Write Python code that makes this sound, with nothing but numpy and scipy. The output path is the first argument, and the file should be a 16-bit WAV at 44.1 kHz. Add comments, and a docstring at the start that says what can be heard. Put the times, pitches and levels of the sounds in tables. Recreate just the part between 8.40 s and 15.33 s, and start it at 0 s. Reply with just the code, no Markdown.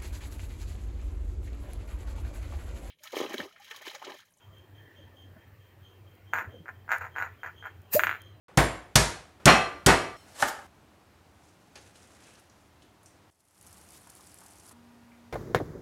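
"""Quick cuts through a home kitchen

A stone pestle pounds a wooden board four times: crackling grains, a struck board and loose clatter, with
metal ware jingling beside it. A knife hisses through a root and lands, hands rustle and tap food about in
puffs of noise, a pot simmers in tiny chirps, snaps and plops, and a stove fan hums as wavering sines.
Coloured noise gives each scene its room tone, and each cut chops off the echo of the scene before it."""
import sys
import numpy as np
from scipy import signal
from scipy.fft import rfft, irfft
from scipy.io import wavfile
from scipy.ndimage import uniform_filter1d

SR = 44100
rng = np.random.default_rng(int(sys.argv[2]) if len(sys.argv) > 2 else 0)


def store_wav(level_fs):
    """Save 16-bit WAV to argv[1]."""
    pcm = np.round(np.clip(np.atleast_2d(level_fs), -1, 1) * 32767)
    wavfile.write(sys.argv[1], SR, pcm.T.astype(np.int16))


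def to_linear_factor(level_db):
    """Convert decibel levels (scalar or array-like) to linear amplitude factors."""
    exponent = np.asarray(level_db, float) / 20
    return 10 ** exponent


N = 305436
T = np.arange(N) / SR  # the time line in seconds


def evened(x):
    """Scales to rms 1."""
    return x / np.sqrt(np.mean(x ** 2) + 1e-20)


def read(points, hz):
    """Reads a spectrum on a log frequency axis."""
    f, value = np.transpose(points)
    return np.interp(np.log(hz + 1), np.log(f + 1), value)


def coloured(x, points):
    """Shapes the spectrum without shifting phases; rms 1."""
    gain = to_linear_factor(read(points, np.fft.rfftfreq(len(x), 1 / SR)))
    return evened(irfft(rfft(x) * gain, len(x)))


def band(x, hz, octaves):
    """Band-pass reaching the given octaves to each side of hz."""
    edges = np.clip([hz / 2 ** octaves, hz * 2 ** octaves], 30, SR / 2.2)
    return signal.sosfilt(signal.butter(2, edges, "bandpass", fs=SR, output="sos"), x)


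def ring(modes, place_hz=900, focus_db=0, split=0):
    """Decaying sines, peak 1; modes far from place_hz are struck less; split pairs beat."""
    t = np.arange(SR // 2) / SR
    out = 0
    for k, (hz, db, t60) in enumerate(modes):
        off_place_db = focus_db * np.log2(hz / place_hz) ** 2
        struck = (-1) ** k * to_linear_factor(db - off_place_db - 60 * t / t60)  # neighbours start in opposite directions
        twin = 0.64 * np.sin(2 * np.pi * hz * (1 + split) * t)
        out = out + struck * (np.sin(2 * np.pi * hz * t) + twin)
    return out / abs(out).max()


def grains(size, spread_db, per_s, hiss):
    """Sparse clicks of very unequal size over some plain hiss."""
    chance = rng.random((size, 2))
    noise = rng.standard_normal((size, 2))
    sizes = to_linear_factor(-spread_db * np.log(chance[:, 0] + 0.078))
    clicks = sizes * (chance[:, 1] < per_s / SR)
    return evened(clicks * np.sign(noise[:, 0])) + hiss * noise[:, 1]


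def rustle(colour, spread_db, per_s, hiss, blur):
    """Friction: noise in uneven puffs that last about blur (s)."""
    puffs = signal.lfilter([1], [1, -np.exp(-1 / (blur * SR))], abs(grains(N, spread_db, per_s, 0)))
    return coloured((evened(puffs) + hiss) * rng.standard_normal(N), colour)


# How long the kitchen echoes. Each row: frequency in Hz, t60 in seconds.
ROOM = [(60, 0.53), (160, 0.32), (420, 0.54), (1100, 0.49), (2910, 0.46), (7680, 0.39), (11000, 0.41),
        (15000, 0.067)]


def room(x, wet_db):
    """Hard kitchen walls: sparse taps of random sign, each band dying at its own speed."""
    taps, at = np.zeros(SR), np.arange(120, SR - 10, 10)
    taps[at + rng.integers(0, 10, len(at))] = rng.choice([-1., 1.], len(at))
    hz, t, z = signal.stft(taps, SR, nperseg=512)
    decay = to_linear_factor(-60 * t / read(ROOM, hz)[:, None])
    tail = signal.istft(z * decay, SR, nperseg=512)[1][:SR]
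    wet = signal.fftconvolve(x, tail / np.linalg.norm(tail))[:SR]
    return to_linear_factor(wet_db) * wet + np.pad(x, (0, SR - len(x)))


# The edges of the six scenes, counted from 0. One row: times in seconds.
CUTS = [.083, 1.0, 1.768, 2.268, 4.902, 6.328, 7]


def scene_at(s):
    """Number of the scene that is heard at s."""
    return int(np.searchsorted(CUTS, s)) - 1


def add(mix, s, sound, scene_number):
    """Mixes a sound in at s, heard only between the two cuts of its scene."""
    at = round(s * SR) + np.arange(len(sound))
    heard = (at >= CUTS[scene_number] * SR) & (at < min(CUTS[scene_number + 1] * SR, N))
    mix[at[heard]] += sound[heard]


def fade_in():
    """Gain in dB of the fade that opens the pot scene."""
    from_db, fade_s = -15.5, 0.35
    since = T - CUTS[4]
    return from_db * np.clip(1 - (since / fade_s) ** 2, 0, 1) * (since > 0)


def strokes(rows, number):
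    """Each stroke swells to its peak and dies away; gains of the main layer and of the second one."""
    range_db = 29  # drop below the peak at the far end of a rise or fall
    main, second = np.zeros((2, N))
    for s, db, rise, fall, second_db in rows:
        power = to_linear_factor(db - range_db * np.maximum((s - T) / rise, (T - s) / fall)) ** 2
        main = main + power
        second = second + power * to_linear_factor(second_db) ** 2
    return np.sqrt([main, second]) * (T > CUTS[number]) * (T < CUTS[number + 1])


# What is struck: chilli, stalk, root. Each row: contact in seconds, delay of the wood in seconds,
# weight on the counter in dB, board mode struck hardest in Hz, clatter rise in seconds.
FOODS = [(0.00092, 0.0013, -9.5, 1300, 0.0019), (0.0014, 0.0073, -9, 470, .016),
         (0.00023, 0.00068, -34.5, 1500, 0.0022)]
# Resonances of the counter under the board. Each row: frequency in Hz, strength in dB, t60 in seconds.
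COUNTER = [(56, -10.5, .3), (150, 0.5, .045), (98, -14.5, 0.31), (141, -9, 0.13), (224, -14, 0.023),
           (330, -15.5, .05)]
# Resonances of the wooden board. Each row: frequency in Hz, strength in dB, t60 in seconds.
BOARD = [(390, -1, .07), (500, -3, .05), (571, -2, .06), (790, 2, .06), (900, 0, .04), (1190, -3, .04),
         (1330, -3, .04), (1470, -3, .04), (1640, -1, .04), (1800, 0, .04), (2250, -7, .03),
         (3000, -9, .025)]
# Colour of the loose things on the counter. Each row: frequency in Hz, level in dB per Hz.
CLATTER = [(88, -44), (150, -3), (883, -3.5), (1510, -5.5), (1870, -8), (2020, -7), (2750, -13),
           (9630, -36.5), (15000, -51)]


def blow(crunch_db, length, board_db, clatter_db, food):
    """The food cracks, the wood is struck through it, and everything on the counter jumps."""
    contact, delay, counter_db, place_hz, rise = FOODS[food]
    t = np.arange(SR // 2) / SR
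    parts = rng.integers(0, 4, len(t)) == np.arange(4)[:, None]  # grit shared at random among four parts
    grit = parts * grains(len(t), 4.1, 4400, 0.44)
    crunch = evened(band(grit, 4800, 0.91)) + 0.41 * evened(band(grit, 1400, 0.35))
    crunch = to_linear_factor(crunch_db) * crunch * np.exp(-(t / length) ** 2) * np.tanh(t / 0.00034)

    late = np.maximum(t - delay, 0)
    push = np.sin(np.pi * np.clip(late / contact, 0, 1)) ** 2  # a longer contact is a duller knock
    wood = to_linear_factor(board_db) * ring(BOARD, place_hz, focus_db=4.5)
    knock = -signal.fftconvolve(push / push.sum(), wood)[:len(t)]
    thump = to_linear_factor(counter_db) * ring(COUNTER) * np.tanh(t / 0.0016)  # the counter takes the weight at once

    clatter_t60 = 0.11 + 13 * length  # a longer crush shakes the counter for longer
    clatter = coloured(grains(len(t), 2.6, 1500, 0.5), CLATTER)
    clatter = clatter * to_linear_factor(clatter_db - 60 * late / clatter_t60) * np.tanh(late / rise)

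    wet_db = -6.5
    cracks = sum(room(part, wet_db) for part in crunch)  # each part gets its own echo: an even tail
    # Bass comes mostly straight through the counter, so the thump gets less room.
    return room(knock + clatter, wet_db) - room(thump, -9.5) + cracks


# Four pestle blows, then the knife landing. Each row: start in seconds, crunch level in dB,
# crunch length in seconds, board level in dB, clatter level in dB.
BLOWS = [(0.173, -27, 0.007, -10.5, -13), (0.5553, -16, 0.011, -19, -17.5), (1.0557, -18.5, 0.0075, -8, -3),
         (1.462, -20.5, 0.011, -6.5, -10), (2.0234, -32, 0.003, -7, -24)]
# Blows just before a cut, heard only by their echo. Each row: start in seconds, level in dB, scene number.
EARLIER = [(-.2, -10.5, 0), (0.702, -9.5, 1)]


def pounding():
    """All blows on the board, and the echoes that reach across a cut."""
    out = np.zeros(N)
    for s, *how in BLOWS:
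        add(out, s, blow(*how, food=scene_at(s)), scene_at(s))
    for s, db, number in EARLIER:
        add(out, s, to_linear_factor(db) * blow(*BLOWS[2][1:], food=1), int(number))
    return out


def jingle(modes, shakes, earliest=0):
    """A dying run of tiny knocks keeps re-striking the metal, so its tones are rough."""
    out, t = np.zeros(N), np.arange(SR // 2) / SR
    for s, db, t60 in shakes:
        knocks = grains(len(t), 0.79, 1500, 0.22) * to_linear_factor(-60 * t / t60)
        sound = signal.fftconvolve(knocks / np.linalg.norm(knocks), ring(modes, split=0.0047))[:SR]
        add(out, s, to_linear_factor(db) * room(sound, -2), max(scene_at(s), earliest))
    return out


# Resonances of a bowl, a blade and a tray. Each row: frequency in Hz, strength in dB, t60 in seconds.
BOWL = [(7499, -8, .2), (9464, -2, .07), (11220, -9, .1), (12810, -4, .1), (15700, -12, .08)]
BLADE = [(1179, 1, .7), (1852, -5, .3), (1995, 2, .25), (2595, -4, .25), (3180, -6, .2), (4195, 0, .16),
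         (5593, -4, .2), (7144, -11, .2)]
TRAY = [(2148, -8, .3), (3079, -4, .25), (4194, -2, .2), (5383, 0, .15), (6718, -7, .2), (7849, -9, .2),
        (8764, -7, .15), (10050, -10, .15)]
# When each is set jingling. Each row: start in seconds, level in dB, t60 of the shaking in seconds.
BOWL_SHAKES = [(.182, -23, .07), (1.075, -30, .1), (1.47, -38, .1)]
BLADE_SHAKES = [(1.066, -17, .15), (1.09, -12, .2), (1.468, -14, .2)]
TRAY_SHAKES = [(1.74, -41, .3), (1.93, -48, .2)]


def metal_ware():
    """Bowl, blade and tray ring at their own modes; the tray is heard only in the knife scene."""
    bowl_and_blade = jingle(BOWL, BOWL_SHAKES) + jingle(BLADE, BLADE_SHAKES)
    return bowl_and_blade + jingle(TRAY, TRAY_SHAKES, earliest=2)


# Knife hiss, the slice and a fibre snapping. Each row: time of the peak in seconds, level in dB,
# rise in seconds, fall in seconds, highest treble in dB relative to that level.
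SLICE = [(1.88, -61, .06, .2, -18), (2.022, -33.5, 0.094, 0.113, -17.5), (2.086, -32.5, 0.027, .022, -7.5)]
# Colour of the slicing friction. Each row: frequency in Hz, level in dB per Hz.
SLICE_COLOUR = [(180, -26), (300, 8.5), (1240, -10.5), (1700, -8), (1970, -12), (2400, -15), (5300, -14.5),
                (15500, -9.5)]


def knife():
    """The blade hisses through the root; the snap is brightest; the walls carry it on."""
    main, bright = strokes(SLICE, number=2)
    sound = rustle(SLICE_COLOUR, 2.6, 2100, 0.6, 0.0015)
    top = evened(band(sound, 13000, 0.2)) * bright
    below = evened(band(band(sound, 2500, 2), 2500, 2)) * main
    from_cut = (top + below)[round(CUTS[2] * SR):][:SR]
    out = np.zeros(N)
    add(out, CUTS[2], room(from_cut, -7.5), scene_number=2)
    return out


# Wet rustle of handled food. Each row: time of the peak in seconds, high hiss level in dB,
# rise in seconds, fall in seconds, lower scrape in dB relative to the hiss.
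HANDS = [(3.078, -70, 0.27, .6, -5.5), (3.358, -56.5, .008, 0.09, 6), (3.47, -61.5, 0.22, .13, -1.5),
         (3.558, -61.5, .02, .5, -5.5), (3.91, -61.5, 0.97, 0.3, 0.5), (4.208, -72, .18, 0.24, -6.5),
         (4.426, -66, 0.024, 0.086, -2), (4.67, -72, .11, 0.17, -6.5)]
# Colour of the rustle. Each row: frequency in Hz, level in dB per Hz.
HANDS_COLOUR = [(880, -6.5), (1500, -2), (1700, -1.5), (1930, -9), (3870, 0), (8130, -5), (11100, -9),
                (15500, -37)]
# Pitch of the scrape, climbing through the long stroke and then sinking. Each row: time in seconds,
# frequency in Hz.
SCRAPE = [(3.7, 1500), (3.95, 2860), (4.0, 2310)]


def hands():
    """A high wet hiss, a lower scrape and a dull shuffle share the same strokes."""
    hiss, scrape = strokes(HANDS, number=3)
    sound = rustle(HANDS_COLOUR, 2.4, 200, 1.2, 0.004)
    pitch_hz = np.interp(T, *np.transpose(SCRAPE), left=2300)
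    carrier = np.cos(2 * np.pi * np.cumsum(pitch_hz) / SR)
    gliding = carrier * band(rng.standard_normal(N), 106, 2.03)  # a noise band that follows the scrape pitch
    rasp = evened(band(sound, 1900, 0.75)) + 0.54 * evened(gliding)
    # Food dragging on the wood.
    shuffle = to_linear_factor(-2.5) * evened(band(rng.standard_normal(N), 353, 0.79)) * hiss
    return evened(rasp) * scrape + evened(band(sound, 7700, 0.66)) * hiss + shuffle


# Small taps and smacks on the board. Each row: start in seconds, level in dB, centre in Hz,
# knock of the wood in dB.
TAPS = [(3.0489, -63, 1947, -53.5), (3.2194, -63, 2027, -73), (3.2792, -59.5, 1950, -74.5),
        (3.3559, -32, 5440, -38), (3.5556, -43.5, 3400, -56), (3.7197, -49, 6110, -69),
        (3.8372, -43, 5490, -60), (3.9527, -43.5, 4800, -66), (3.9953, -45, 9000, -58),
        (4.0974, -45.5, 5600, -64), (4.421, -44.5, 3480, -63), (4.6312, -46, 9470, -52.5),
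        (4.6593, -38, 7170, -66.5), (6.7178, -44, 1900, -62.5)]


def taps():
    """Each tap is a wide puff of noise with a knock of board and counter under it."""
    out, t = np.zeros(N), np.arange(SR // 4) / SR
    fade_db = 60 * t / 0.034  # t60 34 ms
    for s, db, hz, wood_db in TAPS:
        puff = evened(band(rng.standard_normal(len(t)), hz, 0.35)) * to_linear_factor(db - 12.5 - fade_db)
        wood = ring(BOARD + COUNTER, 500, focus_db=2)[:len(t)]
        add(out, s, room(puff + to_linear_factor(wood_db - fade_db) * wood, -3.5), scene_at(s))
    return out


# The loudest spits of the pot. Each row: start in seconds, level in dB, frequency in Hz.
SPITS = [(5.1888, -47.5, 9830), (5.2278, -38.5, 9940), (5.3804, -42, 10000), (5.4498, -46, 10100),
         (5.6724, -48, 9950), (5.7035, -37, 8580), (5.7527, -34, 9990), (5.8726, -37, 7690),
         (5.9436, -33, 9900), (6.0055, -42, 8270), (6.0627, -36, 7800), (6.1991, -40, 7050),
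         (6.236, -44, 7390), (6.2589, -42, 6080)]


def spits():
    """Each spit is a snap of a cycle or two with a faint echo; the boil froths up once in a wide hiss."""
    out, t = np.zeros(N), np.arange(SR // 10) / SR
    for s, db, hz in SPITS:
        snap = np.sin(2 * np.pi * hz * t) * np.exp(-t / 0.000164) * np.tanh(t / 0.00006)
        add(out, s, to_linear_factor(db - 1.5) * room(snap / abs(snap).max(), -14.5), scene_at(s))
    surge_s, surge_length_s, surge_db = 5.55, 0.032, -57.5
    froth = evened(band(rng.standard_normal(N), 4000, 1.8))
    return out + to_linear_factor(surge_db) * froth * np.exp(-((T - surge_s) / surge_length_s) ** 2)


# Large bubbles bursting. Each row: start in seconds, level in dB, starting pitch in Hz.
PLOPS = [(5.313, -65, 800), (5.379, -55.5, 736), (5.67, -49.5, 901), (5.795, -52.5, 960),
         (6.016, -47.5, 840), (6.055, -52, 730), (6.208, -60, 960), (6.311, -48, 976)]


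def plops():
    """Each large bubble is a short rising tone with a noisy splash around it."""
    out, t = np.zeros(N), np.arange(SR // 4) / SR
    for s, db, hz in PLOPS:
        splash = 0.63 * evened(band(rng.standard_normal(len(t)), 1.04 * hz, 0.57))
        tone = np.sin(2 * np.pi * hz * t * (1 + 12 * t))
        envelope = np.tanh(t / 0.00027) * to_linear_factor(db - 60 * t / 0.038)  # t60 38 ms
        add(out, s, room((tone + splash) * envelope, -7.0), scene_at(s))
    return out


# Colour of the simmer. Each row: frequency in Hz, level in dB per Hz.
SIMMER_COLOUR = [(1760, -40), (3000, -13.5), (3980, -11), (4290, -6), (4660, -7), (9920, 0.5),
                 (11100, -2.5), (15500, -18)]


def fizz():
    """Tiny bubbles pop at the surface: short chirps at their own pitch, wider snaps, and a hiss."""
    t, chirps = np.arange(400) / SR, np.zeros(N)
    for hz in np.geomspace(4500, 14000, num=16):
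        pop = np.sin(2 * np.pi * hz * t * (1 + 60 * t)) * np.exp(-t / 0.0005) * np.tanh(t / 0.0002)
        chirps += signal.oaconvolve(grains(N, 2.5, 25, 0), pop)[:N]
    walls = np.exp(-np.arange(2000) / 350) * rng.standard_normal(2000) * 0.025  # flutter inside the pot
    pops = coloured(chirps + signal.oaconvolve(chirps, walls)[:N], SIMMER_COLOUR)
    snaps = rustle(SIMMER_COLOUR, 5.1, 70, 1.0, 0.0024)
    showing = (T > CUTS[4]) * (T < CUTS[5])
    return evened(0.6 * pops + snaps) * to_linear_factor(-60.5 + fade_in()) * showing


# Blade tones of the stove fan. Each row: frequency in Hz, rms level in dB.
FAN = [(236.9, -59), (952.8, -74), (1195, -81.5), (1432, -79), (1911, -84)]


def fan():
    """Blade tones that waver a little together."""
    waver = evened(uniform_filter1d(rng.standard_normal(N), 3000))
    turn = 2 * np.pi * np.cumsum(1 + 0.0017 * waver) / SR
    tones = sum(to_linear_factor(db) * np.sqrt(2) * np.sin(hz * turn) for hz, db in FAN)
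    return tones * (T > CUTS[5])


# Colour of the room tone. Each row: frequency in Hz, level in dB per Hz.
AIR = [(15, -69), (25, -31.5), (63, -10.5), (86, -0.5), (123, -10.5), (189, -7.5), (248, -13), (291, -8),
       (461, -15), (587, -14), (637, -14), (691, -12.5), (2460, -23), (3300, -25.5), (15800, -37)]
# Room tone of each scene in turn. Each row: level in dB, tilt in dB per octave.
AIR_LEVEL = [(-59.5, -0.7), (-57, -0.45), (-57.5, .4), (-60.5, -0.24), (-59.5, 0.47), (-61, 0.18)]


def air():
    """Room tone: random short-time spectra with drifting patches, tilted to suit each scene."""
    frames, hz = N // 512 + 5, np.fft.rfftfreq(2048, 1 / SR)
    a, b, patches = rng.standard_normal((frames, 1025, 3)).T
    patches = evened(uniform_filter1d(uniform_filter1d(patches, 20, 0), 8, 1))
    db, tilt = np.transpose(AIR_LEVEL)[:, np.searchsorted(CUTS[1:-1], T)]
    frame_tilt = np.interp(np.arange(frames) * 512 / SR, T, tilt)
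    slope = frame_tilt * np.log2((hz[:, None] + 30) / 500)
    z = (a + 1j * b) * to_linear_factor(read(AIR, hz)[:, None] + 0.44 * patches + slope)
    noise = evened(signal.istft(z, nperseg=2048, noverlap=1536)[1][:N])
    return noise * to_linear_factor(db + fade_in()) * (T > CUTS[0])


def scene():
    """All sources on one time line, as one channel."""
    board = pounding() + metal_ware() + knife() + hands() + taps()
    pot = spits() + plops() + fizz()
    return (board + pot + fan() + air())[None]


def low_pass(x):
    """Removes everything above the highest recorded frequency."""
    return signal.sosfilt(signal.butter(12, 15950, fs=SR, output="sos"), x)


def record(dry):
    """The microphone drops the deepest bass and the top treble, and peaks are softly clipped."""
    mic = signal.sosfilt(signal.butter(3, [43, 15500], "bandpass", fs=SR, output="sos"), dry)
    mix = 1.076 * np.tanh(mic / 0.97)
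    return low_pass(mix)


dry = scene()
out = record(dry)
store_wav(out)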